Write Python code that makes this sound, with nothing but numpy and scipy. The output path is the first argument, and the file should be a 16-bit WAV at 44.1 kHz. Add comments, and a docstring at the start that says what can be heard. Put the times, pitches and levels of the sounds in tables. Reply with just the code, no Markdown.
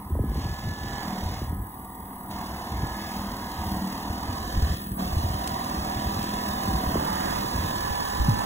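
"""A small electric snow blower on tracks draws nearer through fresh snow, a few metres from a phone.
Shaped noise makes the housing's drone and the thrown snow's hiss, chopped by a two-bladed impeller.
Sines locked to the shaft make motor whine, drive tones and frame hum; a whistle sits near 15 kHz.
In three spells drone and lower hiss go dull; grit ticks on the chute.
Lumpy low noise and short decaying sines are wind buffeting the two microphone ports."""
import sys
import numpy as np
from scipy import signal
from scipy.fft import rfft, irfft, next_fast_len
from scipy.io import wavfile
from scipy.ndimage import uniform_filter1d, map_coordinates

SR = 44100
rng = np.random.default_rng(int(sys.argv[2]) if len(sys.argv) > 2 else 0)


def wav_record(signal):
    """Record a signal, one row per channel, as 16-bit PCM in the file named by sys.argv[1]."""
    frames = np.transpose(np.atleast_2d(signal))
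    bounded = np.clip(frames, -1, 1)
    # unit amplitude maps onto the largest positive 16-bit level
    quanta = np.round(bounded * 32767).astype(np.int16)
    wavfile.write(sys.argv[1], SR, quanta)


N = 372644
TIME_S = np.arange(N) / SR


def amp(db):
    """Decibels to gain."""
    return 10 ** (np.asarray(db) / 20)


def evened(x):
    """Scales to rms 1."""
    return x / np.sqrt(np.mean(x ** 2) + 1e-20)


def read(points, hz):
    """Reads a spectrum table on a log-frequency axis."""
    f, value = np.transpose(points)
    return np.interp(np.log(hz + 1), np.log(f + 1), value)


def curves(rows, t=TIME_S):
    """Each column of a curve table at the times t."""
    s, *columns = np.transpose(rows)
    return [np.interp(t, s, c) for c in columns]


def stretch(start, end, db, rise_db_per_s, fall_db_per_s):
    """Level sloping up to start and down from end; if start is after end the slopes overlap."""
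    rise_db = rise_db_per_s * np.maximum(start - TIME_S, 0)
    fall_db = fall_db_per_s * np.maximum(TIME_S - end, 0)
    return db - rise_db - fall_db


def coloured(x, points, low_hz=0, high_hz=SR):
    """Filters by a spectrum table, between two edges; rms 1."""
    size = next_fast_len(N)
    hz = np.fft.rfftfreq(size, 1 / SR)
    gain = amp(read(points, hz)) * (hz > low_hz) * (hz < high_hz)
    return evened(irfft(rfft(x, size) * gain, size)[:N])


def wander(hz):
    """Slow random curve of rms 1, low-passed at hz."""
    return evened(signal.lfilter(*signal.butter(2, hz, fs=SR), rng.standard_normal(N)))


def tone(turns, db):
    """A sine of the given rms level."""
    return np.sqrt(2) * amp(db) * np.sin(2 * np.pi * turns)


# shaft speed, dragged down by bites of snow: t/s, f/Hz
SHAFT = [(0, 20.0), (0.24, 20.33), (0.41, 20.21), (0.5, 20.42), (0.9, 20.54), (1.02, 20.42), (1.14, 19.03),
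         (1.22, 18.79), (1.48, 19.93), (1.62, 20.2), (1.85, 19.13), (2.2, 19.72), (2.48, 19.21),
         (2.82, 20.16), (3.02, 20.34), (3.27, 19.83), (3.54, 20.24), (3.85, 19.0), (4.1, 19.76),
         (4.3, 20.3), (4.7, 20.68), (4.82, 20.25), (4.98, 18.85), (5.06, 18.58), (5.28, 19.21),
         (5.51, 20.0), (5.72, 19.48), (5.94, 20.23), (6.36, 20.57), (6.64, 20.11), (6.9, 18.76),
         (7.06, 18.9), (7.26, 19.79), (7.44, 19.68), (7.66, 20.26), (8.08, 20.57), (8.45, 20.92)]


def shaft_speed():
    """Shaft turns a second: a bite of snow drags, then the speed picks up."""
    return curves(SHAFT)[0]


# machine drawing nearer, before dulling and drag:
# t/s, drone level/dB, upper hiss level/dB, lower hiss level/dB, frame hum level/dB
MACHINE = [(0, -36.5, -47, -36.5, -41.5), (0.49, -42.5, -47, -45.5, -45.5), (0.75, -44, -48, -46, -43),
           (1.0, -39.5, -45.5, -42, -42), (1.07, -39, -44, -43.5, -37), (1.4, -41, -45.5, -44, -54.5),
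           (2.35, -39, -44, -46, -45), (2.58, -39.5, -44, -46.5, -48.5), (2.75, -39, -45.5, -45.5, -42),
           (3.15, -38.5, -41.5, -42, -39.5), (3.3, -38.5, -44, -45.5, -42), (3.62, -39.5, -42.5, -44, -45),
           (3.72, -37.5, -40, -43.5, -37), (3.85, -39, -42, -44, -42.5), (4.2, -38, -44.5, -44, -42),
           (4.75, -37.5, -41, -40, -34), (5.0, -35.5, -40, -41.5, -39), (5.1, -38, -40.5, -41.5, -48.5),
           (5.45, -35.5, -41, -41.5, -44), (6.28, -34.5, -40.5, -39.5, -33), (6.9, -33, -38, -39.5, -43),
           (7.3, -31.5, -38, -36.5, -45.5), (7.45, -34, -38.5, -38, -42), (8.1, -33, -38.5, -38, -43.5),
           (8.45, -32.5, -39.5, -39, -39)]


def approach():
    """Source levels over time: drone, upper hiss, lower hiss, hum."""
    return curves(MACHINE)


def chop(turns, depth, uneven, sharp):
    """Loudness over one shaft turn: a swell for each of two blades, one a little stronger."""
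    burst = np.exp(sharp * (np.cos(4 * np.pi * turns) - 1))
    burst = burst * (1 + uneven * np.cos(2 * np.pi * turns))
    return 1 + depth * burst


# resonance colour of the housing: f/Hz, relative level/dB
HOUSING_COLOUR = [(150, -7.5), (300, -0.5), (450, -12.5), (600, -8), (730, 0.5), (860, -1.5), (980, 3.5),
                  (1080, 1), (1200, -6), (1450, -20), (1600, -46), (1900, -15.5), (2150, -22.5),
                  (2500, -66)]
# resonance colour of the chute: f/Hz, relative level/dB
CHUTE_COLOUR = [(900, -4), (1350, -2), (1750, 2), (2200, -3.5), (2700, -62)]
RATTLE_SHARE = 0.33  # amplitude share of the rattle in the drive


def drone(turns, level_db, chute_db):
    """Housing and chute ring with tumbling snow and the auger's rattle."""
    tumble = np.sqrt(1 - RATTLE_SHARE ** 2) * rng.standard_normal(N)
    drive = RATTLE_SHARE * rattle(turns) + tumble
    snow = drive * chop(turns, depth=0.18, uneven=0.12, sharp=16.0)
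    housing = amp(level_db) * coloured(snow, HOUSING_COLOUR)
    return housing + amp(chute_db) * coloured(snow, CHUTE_COLOUR)


RENEWAL_TURNS = 3.0  # turns over which one noise pattern fades into the next


def rattle(turns):
    """Noise that nearly repeats from one shaft turn to the next."""
    patterns = rng.standard_normal((100, 512))
    position = [turns / RENEWAL_TURNS, turns % 1 * 511]
    return evened(map_coordinates(patterns, position, order=1))


# thick loads rushing up the chute: from t/s, to t/s, extra level/dB
SURGES = [(0.923, 1.193, 5.5), (7.04, 7.386, 3.5)]
SURGE_RISE_DB_PER_S, SURGE_FALL_DB_PER_S = 43, 45


def surges():
    """Extra rush in the chute, in dB."""
    return sum(np.maximum(stretch(*row, SURGE_RISE_DB_PER_S, SURGE_FALL_DB_PER_S), 0)
               for row in SURGES)


# colour of the lower hiss: f/Hz, relative level/dB
LOWER_HISS = [(1800, -8), (2400, -3), (3200, -2), (4000, -2), (5000, -0.5), (6000, -7), (7800, -9.5)]
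# colour of the upper hiss: f/Hz, relative level/dB
UPPER_HISS = [(8000, 0), (9500, -4), (11000, -3.5), (13000, -4), (14500, -2.5), (15200, 0), (15800, 0)]
SPLIT_HZ = 7900


def spray(turns, upper_db, lower_db):
    """Thrown snow hisses in one burst a blade, the burst depth wandering."""
    depth = 0.47 * amp(2.2 * wander(18.0))
    snow = rng.standard_normal(N) * chop(turns, depth=depth, uneven=0.28, sharp=1.9)
    upper = amp(upper_db) * coloured(snow, UPPER_HISS, low_hz=SPLIT_HZ)
    return upper + amp(lower_db) * coloured(snow, LOWER_HISS, high_hz=SPLIT_HZ)


# spells in which drone and lower hiss go dull: from t/s, dull by t/s, clearing t/s, clear t/s,
# drone change level/dB, first hiss change level/dB, last hiss change level/dB
DULL = [(-0.1, 0, 0.2, 0.41, -8.5, -23.5, -23.5), (1.393, 1.575, 2.285, 2.315, -4, -18.5, -14),
        (4.74, 4.753, 4.97, 4.995, -8, -1.5, -17.5)]


def dullness():
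    """Change of the drone and of the hiss in dB, and how far a spell has set in (0-1)."""
    spells = []
    for start, dull, clearing, clear, drone_db, first_db, last_db in DULL:
        rows = [(start, 0, 0, 0), (dull, drone_db, first_db, 1),
                (clearing, drone_db, last_db, 1), (clear, 0, 0, 0)]
        spells.append(curves(rows))
    return np.sum(spells, axis=0)


# whine at 3 times the pole rate, before the trim: t/s, level/dB
THIRD = [(0.3, -57), (0.95, -51), (1.22, -64), (1.55, -52), (1.85, -68), (2.2, -56), (2.45, -64),
         (2.7, -49), (3.25, -51), (3.55, -47), (3.8, -61), (4.0, -52), (4.68, -47), (4.95, -62),
         (5.28, -44), (5.48, -50), (5.72, -44), (6.36, -48), (6.7, -44), (7.2, -39), (7.44, -42),
         (7.9, -54), (8.45, -53)]
THIRD_TRIM_DB = -2
POLES = 21  # pole passes a shaft turn
SWITCH_HZ, SWITCH_DB = 15337, -18.5  # whistle; reference against the upper hiss


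def whine(turns, upper_hiss_db):
    """Motor tones at 3 and 4 times the pole rate; switching whistle with two lower sidebands."""
    pole_turns = POLES * turns
    third_db = curves(THIRD)[0] + THIRD_TRIM_DB + 2.0 * wander(6.0)
    third = tone(3 * pole_turns + .04 * wander(12.0), third_db)
    fourth = tone(4 * pole_turns + .02 * wander(15.0), singing() + 1.2 * wander(8.0))
    switch_db = upper_hiss_db + SWITCH_DB + 2.1 * wander(9.8)
    switch_turns = SWITCH_HZ * TIME_S + .05 * wander(8.0)
    whistle = tone(switch_turns, switch_db - 3)
    near = tone(switch_turns - 2 * pole_turns, switch_db - 7 + 4.0 * wander(1.5))
    far = tone(switch_turns - 10 * pole_turns, switch_db - 12 + 4.0 * wander(1.2))
    return third + fourth + whistle + near + far


# whine at 4 times the pole rate while the shaft runs free:
# from t/s, to t/s, first level/dB, last level/dB
SINGS = [(0.2, 0.44, -54, -53), (0.47, 1.03, -47, -40), (1.42, 1.68, -58, -54), (2.8, 3.12, -47, -44),
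         (3.44, 3.63, -50, -48), (4.26, 4.73, -47, -46), (5.9, 6.38, -48, -52), (6.4, 6.72, -45, -46),
         (7.2, 7.32, -46, -44), (7.56, 8.42, -41, -42)]
SING_RISE_DB_PER_S, SING_FADE_DB_PER_S, SING_FLOOR_DB = 180, 600, -72


def singing():
    """Level of the whine at 4 times the pole rate, in dB."""
    rows = []
    for start, end, first_db, last_db in SINGS:
        held_db = curves([(start, first_db), (end, last_db)])[0]
        rows.append(stretch(start, end, held_db, SING_RISE_DB_PER_S, SING_FADE_DB_PER_S))
    return np.maximum(np.max(rows, axis=0), SING_FLOOR_DB)


# drive tones, before the growth: multiple of shaft f, level/dB against the drone
GEARS = [(36, -19), (45, -13), (47, -17), (48, -10), (49, -22), (51, -14), (53, -19), (54, -24), (59, -21),
         (75, -27)]
# clearest drive tone: t/s, level/dB against the drone
MESH = [(0, -10), (0.8, -7), (1.05, -5), (1.4, -7), (1.6, -12), (4.6, -9), (4.75, -24), (4.97, -24),
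        (5.03, -3), (5.25, -7), (6.5, -8), (6.8, -5), (8.45, -3)]
MESH_ORDER = 39  # multiple of shaft f
GEARS_GROW_DB_PER_S = 0.75  # stand out more as the machine nears


def gears(turns, drone_db):
    """The drive sings on multiples of the shaft speed, each tone wavering."""
    mesh_db = drone_db + curves(MESH)[0] + 1.5 * wander(5.0)
    out = tone(MESH_ORDER * turns + .02 * wander(12.0), mesh_db)
    level_db = drone_db + GEARS_GROW_DB_PER_S * TIME_S
    for order, db in GEARS:
        gear_turns = order * turns + rng.random() + .025 * wander(12.0)
        out += tone(gear_turns, level_db + db + 1.8 * wander(4.0))
    return out


# frame hum lines: multiple of shaft f, relative level/dB
HUM_ORDERS = [(8, -9), (9, -9), (10, 3), (11, -8), (12, -2.5), (14, -6), (16, -10)]
HUM_DB_PER_HZ, FREE_HZ = 7.0, 20.3  # louder under drag; shaft speed with a light load


def hum(turns, shaft_hz, level_db):
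    """Low shaft orders beat together, each swelling by itself; drag on the shaft raises them."""
    lines = sum(tone(order * turns + .04 * wander(6.0), db + 3.0 * wander(8.0))
                for order, db in HUM_ORDERS)
    return amp(level_db + HUM_DB_PER_HZ * (FREE_HZ - shaft_hz)) * evened(lines)


# grit hitting the chute: t/s, nominal peak level/dB, decay t/s
TICKS = [(1.78, -46, 0.0018), (5.475, -19, 0.0038), (6.229, -24, 0.0022), (8.085, -28, 0.0022)]
# colour of the ticks: f/Hz, relative level/dB
TICK_COLOUR = [(1000, -30), (2000, 2), (5000, 0.5), (9000, 4), (16000, -9)]
TICK_CREST_DB = 6  # nominal peak over rms


def ticks():
    """Dry noise snaps that decay in milliseconds, drawn separately for each port."""
    out, t = np.zeros((2, N)), np.arange(1800) / SR
    colour = amp(read(TICK_COLOUR, np.fft.rfftfreq(len(t), 1 / SR)))
    for s, db, decay_s in TICKS:
        noise = rng.standard_normal((2, len(t)))
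        snap = evened(irfft(rfft(noise) * colour)) * np.exp(-t / decay_s)
        out[:, round(s * SR):][:, :len(t)] += amp(db - TICK_CREST_DB) * snap
    return out


# gust knocks on the ports: t/s, amplitude level/dB before the envelope, first f/Hz, ring t/s
KNOCKS = [(0.108, -26, 395, 0.008), (0.123, -17, 75.4, 0.028), (0.151, -21, 910, 0.0044),
          (0.19, -20.5, 894, 0.013), (0.201, -15, 70, 0.011), (0.238, -19, 543, 0.012),
          (0.317, -23.5, 537, 0.012), (0.355, -27, 700, 0.011), (0.452, -20.5, 300, 0.014),
          (0.677, -17.5, 80, 0.017), (0.843, -25.5, 450, 0.012), (1.232, -23, 65, 0.015),
          (1.258, -17.5, 85, 0.022), (1.417, -23, 500, 0.029), (2.838, -24, 500, 0.018),
          (4.1, -17.5, 79, 0.012), (4.574, -10.5, 65, 0.016), (4.625, -10, 75, 0.026),
          (4.703, -15, 69.6, 0.013), (5.007, -22, 395, 0.0077), (5.128, -18, 65, 0.015),
          (5.167, -10.5, 80, 0.016), (5.244, -13, 91, 0.013), (5.348, -18, 80, 0.01),
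          (6.872, -17, 70, 0.015), (6.955, -13, 680, 0.011), (6.98, -17, 75, 0.012),
          (7.443, -22.5, 597, 0.015), (7.907, -19, 75, 0.012), (8.2, -13.5, 59, 0.032),
          (8.284, -9, 252, 0.024)]
KNOCK_LAST_HZ, KNOCK_DROP_S, KNOCK_RISE_S = 106, 0.0048, 0.0019


def knocks():
    """Short decaying sines; those starting above the last pitch drop to it fast."""
    out, t = np.zeros(N), np.arange(2600) / SR
    for s, db, first_hz, ring_s in KNOCKS:
        last_hz = min(KNOCK_LAST_HZ, first_hz)
        glide_s = KNOCK_DROP_S * (1 - np.exp(-t / KNOCK_DROP_S))
        turns = last_hz * t + (first_hz - last_hz) * glide_s
        envelope = np.exp(-t / ring_s) * (1 - np.exp(-t / KNOCK_RISE_S))
        out[round(s * SR):][:len(t)] += amp(db) * np.sin(2 * np.pi * turns) * envelope
    return out


# colour of the wind: f/Hz, relative level/dB
GUST_COLOUR = [(30, -42), (45, -0.5), (70, 1), (120, -6.5), (200, -10.5), (400, -23.5), (800, -51),
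               (1200, -90)]


def wind(level_db):
    """Lumpy low noise from turbulence at the ports."""
    lumps = rng.standard_normal(N) * amp(3.56 * wander(18.0) + 0.1 * level_db)
    low = coloured(lumps, GUST_COLOUR)
    # the gust sets the loudness, so the noise's own swells are partly flattened
    power = uniform_filter1d(low ** 2, 2600)
    return amp(level_db) * evened(low / (power + 0.044) ** 0.11)


# gusts on the ports: from t/s, to t/s, level/dB (from after to: lower peak)
GUSTS = [(0.105, 0.13, -32), (0.172, 0.22, -30), (0.252, 0.31, -27.5), (0.343, 0.38, -28),
         (0.46, 0.49, -29), (0.662, 0.69, -27.5), (0.82, 0.98, -37.5), (1.242, 1.36, -33.5),
         (1.42, 1.62, -31), (2.325, 2.17, -36), (2.73, 2.9, -31.5), (3.177, 3.35, -38), (3.57, 3.79, -34.5),
         (4.202, 4.503, -36), (4.56, 4.72, -28), (4.894, 4.91, -33.5), (5.043, 5.09, -32),
         (5.11, 5.37, -30.5), (5.463, 5.557, -32.5), (5.817, 5.802, -28.5), (5.963, 5.984, -32),
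         (6.07, 6.205, -31.5), (6.513, 6.5, -31.5), (6.673, 6.756, -28.5), (6.85, 6.92, -31),
         (6.95, 6.84, -33), (7.095, 7.3, -39.5), (7.541, 7.7, -30), (7.657, 7.857, -37), (8.06, 8, -34),
         (8.19, 8.4, -28.5), (8.286, 8.1, -23.5)]
GUST_RISE_DB_PER_S, GUST_FALL_DB_PER_S = 244, 186


def gusting(lull_db):
    """Level of the wind in dB: the gusts rise out of a lull."""
    rows = [stretch(*row, GUST_RISE_DB_PER_S, GUST_FALL_DB_PER_S) for row in GUSTS]
    return np.maximum(np.max(rows, axis=0), lull_db)


# t/s, left shading level/dB, f/Hz under which the channels are alike,
# position (0 ahead, 1 right, 2 or more close on the right)
STEREO = [(0, -10.5, 830, 0), (2, -4.5, 790, 0.16), (3.7, -7.5, 721.1, 0.08), (4.1, -2.5, 695, 0.47),
          (4.3, -8, 660, 0.5), (4.7, -7.5, 565, 1.3), (5.1, -6.5, 358, 1.03), (6.8, -7.5, 354, 1.2),
          (7.2, -8.5, 274, 2), (7.6, -10.5, 198.7, 1.3), (8, -7.5, 109, 2), (8.45, -11, 60, 6)]
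# share of the shading, machine ahead: f/Hz, share
SHADE_AHEAD = [(700, 0.31), (860, 0.23), (1100, 0.85), (1290, 0.97), (1400, 0.021), (1800, 0.4),
               (2000, 0.2), (2300, 0.18), (3300, 0)]
# share of the shading, machine to the right: f/Hz, share
SHADE_RIGHT = [(650, 0), (860, 0.63), (1100, 0.69), (1250, 1), (1600, 0.9), (1800, 0.65), (2000, 1),
               (2200, 0.28), (3300, 0)]
# left loss while the chute points right: f/Hz, loss/dB per dB of surge
SURGE_SHADE = [(800, 0), (1200, 1.5), (1700, 2), (2200, 2), (3000, 0)]
# phase lead of the left port, low part, machine ahead: f/Hz, lead/rad
LEAD_AHEAD = [(800, 0.15), (950, -0.3), (1050, -0.8), (1130, -0.4), (1200, 1.2), (1380, 2.3), (1470, 2.2),
              (1640, 1.4), (1800, 1.4), (2300, 2.6)]
# same, machine to the right: f/Hz, lead/rad
LEAD_RIGHT = [(350, -0.5), (520, -0.75), (600, -0.15), (775, 1.5), (860, 3), (950, 3.9), (1050, 4.3),
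              (1130, 4), (1200, 2.8), (1350, 2.9), (1640, 1.4), (1800, 1.3), (2000, 2.4), (2300, 3)]
# same, machine close on the right: f/Hz, lead/rad
LEAD_CLOSE = [(180, 0.2), (300, -2.5), (430, -1.4), (690, -2.3), (1380, -2.3), (1640, 0.5), (1800, 0.6),
              (2000, 3.5), (2300, 3.6)]
# same, high part, any position: f/Hz, lead/rad
LEAD_HIGH = [(2300, 2.8), (2760, 1.9), (3500, 1.5), (4390, 3.08), (5080, 3.2), (6370, 6.2), (7490, 6.4),
             (8350, 9.35), (9560, 9.5), (10400, 12.5), (11600, 12.6), (12500, 15.65), (13700, 15.76),
             (14600, 18.7), (16600, 18.9)]
# colour of the dull spells: f/Hz, level/dB
HOLLOW = [(450, 1.5), (600, -5), (900, -1), (1350, 1), (1600, -4), (2000, -1.5), (3000, 2), (4000, 0),
          (7500, -2), (7900, 0.5)]
DULL_EVENS = 0.66  # share of the left shading that goes in a dull spell


def ports(x, spread, aimed):
    """Two ports: path difference and shading by the phone, fading out under a moving edge."""
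    hz, t, z = signal.stft(x, SR, nperseg=1024, noverlap=768)
    f = hz[:, None]
    drift = uniform_filter1d(rng.standard_normal(z.shape), size=24, axis=1)
    drift = evened(uniform_filter1d(drift, size=3, axis=0))
    shade_db, alike_hz, position = curves(STEREO, t)
    close, right = np.clip(position - 1, 0, 1), np.clip(position, 0, 1)
    apart = 1 / (1 + (alike_hz / (f + 1)) ** 12)

    # phase lead: blend the positions as unit vectors
    lead_ahead, lead_right, lead_close, lead_high = (
        np.interp(hz, *np.transpose(table))[:, None]
        for table in (LEAD_AHEAD, LEAD_RIGHT, LEAD_CLOSE, LEAD_HIGH))
    blend = (1 - right) * np.exp(1j * lead_ahead)
    blend = blend + (right - close) * np.exp(1j * lead_right) + close * np.exp(1j * lead_close)
    lead = aimed * np.where(f < LEAD_HIGH[0][0], apart * np.angle(blend), lead_high)
    lead += apart * read(spread, hz)[:, None] * drift

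    # shading of the left port, colour of the dull spells on both
    share = (1 - right) * read(SHADE_AHEAD, hz)[:, None] + right * read(SHADE_RIGHT, hz)[:, None]
    surge_loss_db = read(SURGE_SHADE, hz)[:, None] * np.interp(t, TIME_S, surges())
    dull = aimed * np.interp(t, TIME_S, dullness()[2])
    z = z * amp(read(HOLLOW, hz)[:, None] * dull)
    left_db = share * shade_db * apart * (1 - DULL_EVENS * dull) - surge_loss_db
    left = z * np.exp(1j * lead) * amp(left_db)
    return signal.istft(np.array([left, z]), SR, nperseg=1024, noverlap=768)[1][:, :N]


# phase drift of the machine's noise between the ports: f/Hz, drift/rad
DRIFT = [(100, 0.35), (300, 0.71), (500, 0.28), (850, 0.5), (1000, 0.39), (1130, 1.83), (1300, 0.71),
         (2000, 0.43), (3800, 0.75), (4400, 0.15)]
CHUTE_DB, LULL_DB = -6, -41  # chute against the clear drone; wind between gusts, clear
CHUTE_DULLS, HUM_DULLS, WIND_DULLS = 0.48, 0.9, 0.3  # share of hiss, drone, hiss change


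def scene():
    """Machine noise drifts in phase between the ports, tones do not; wind has no aimed lead."""
    shaft_hz = shaft_speed()
    turns = np.cumsum(shaft_hz) / SR
    clear_db, upper_db, lower_db, frame_db = approach()
    drone_change_db, hiss_change_db, _ = dullness()

    drone_db = clear_db + drone_change_db
    chute_db = clear_db + CHUTE_DB + CHUTE_DULLS * hiss_change_db + surges()
    noise = drone(turns, drone_db, chute_db)
    noise += spray(turns, upper_db, lower_db + hiss_change_db)
    noise += hum(turns, shaft_hz, frame_db + HUM_DULLS * drone_change_db)
    tones = whine(turns, upper_db) + gears(turns, drone_db)
    machine = ports(noise, DRIFT, aimed=True) + ports(tones, [(1000, 0)], aimed=True)

    air = wind(gusting(LULL_DB + WIND_DULLS * hiss_change_db)) + knocks()
    return machine + ticks() + ports(air, [(65, 0.3), (125, 1.1)], aimed=False)


EDGE_HZ = 15750


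def record(dry):
    """Band limit: linear-phase low-pass."""
    taps = signal.firwin(1023, EDGE_HZ, window=("kaiser", 5), fs=SR)
    return signal.oaconvolve(dry, taps[None], "same")


dry = scene()
out = record(dry)
wav_record(out)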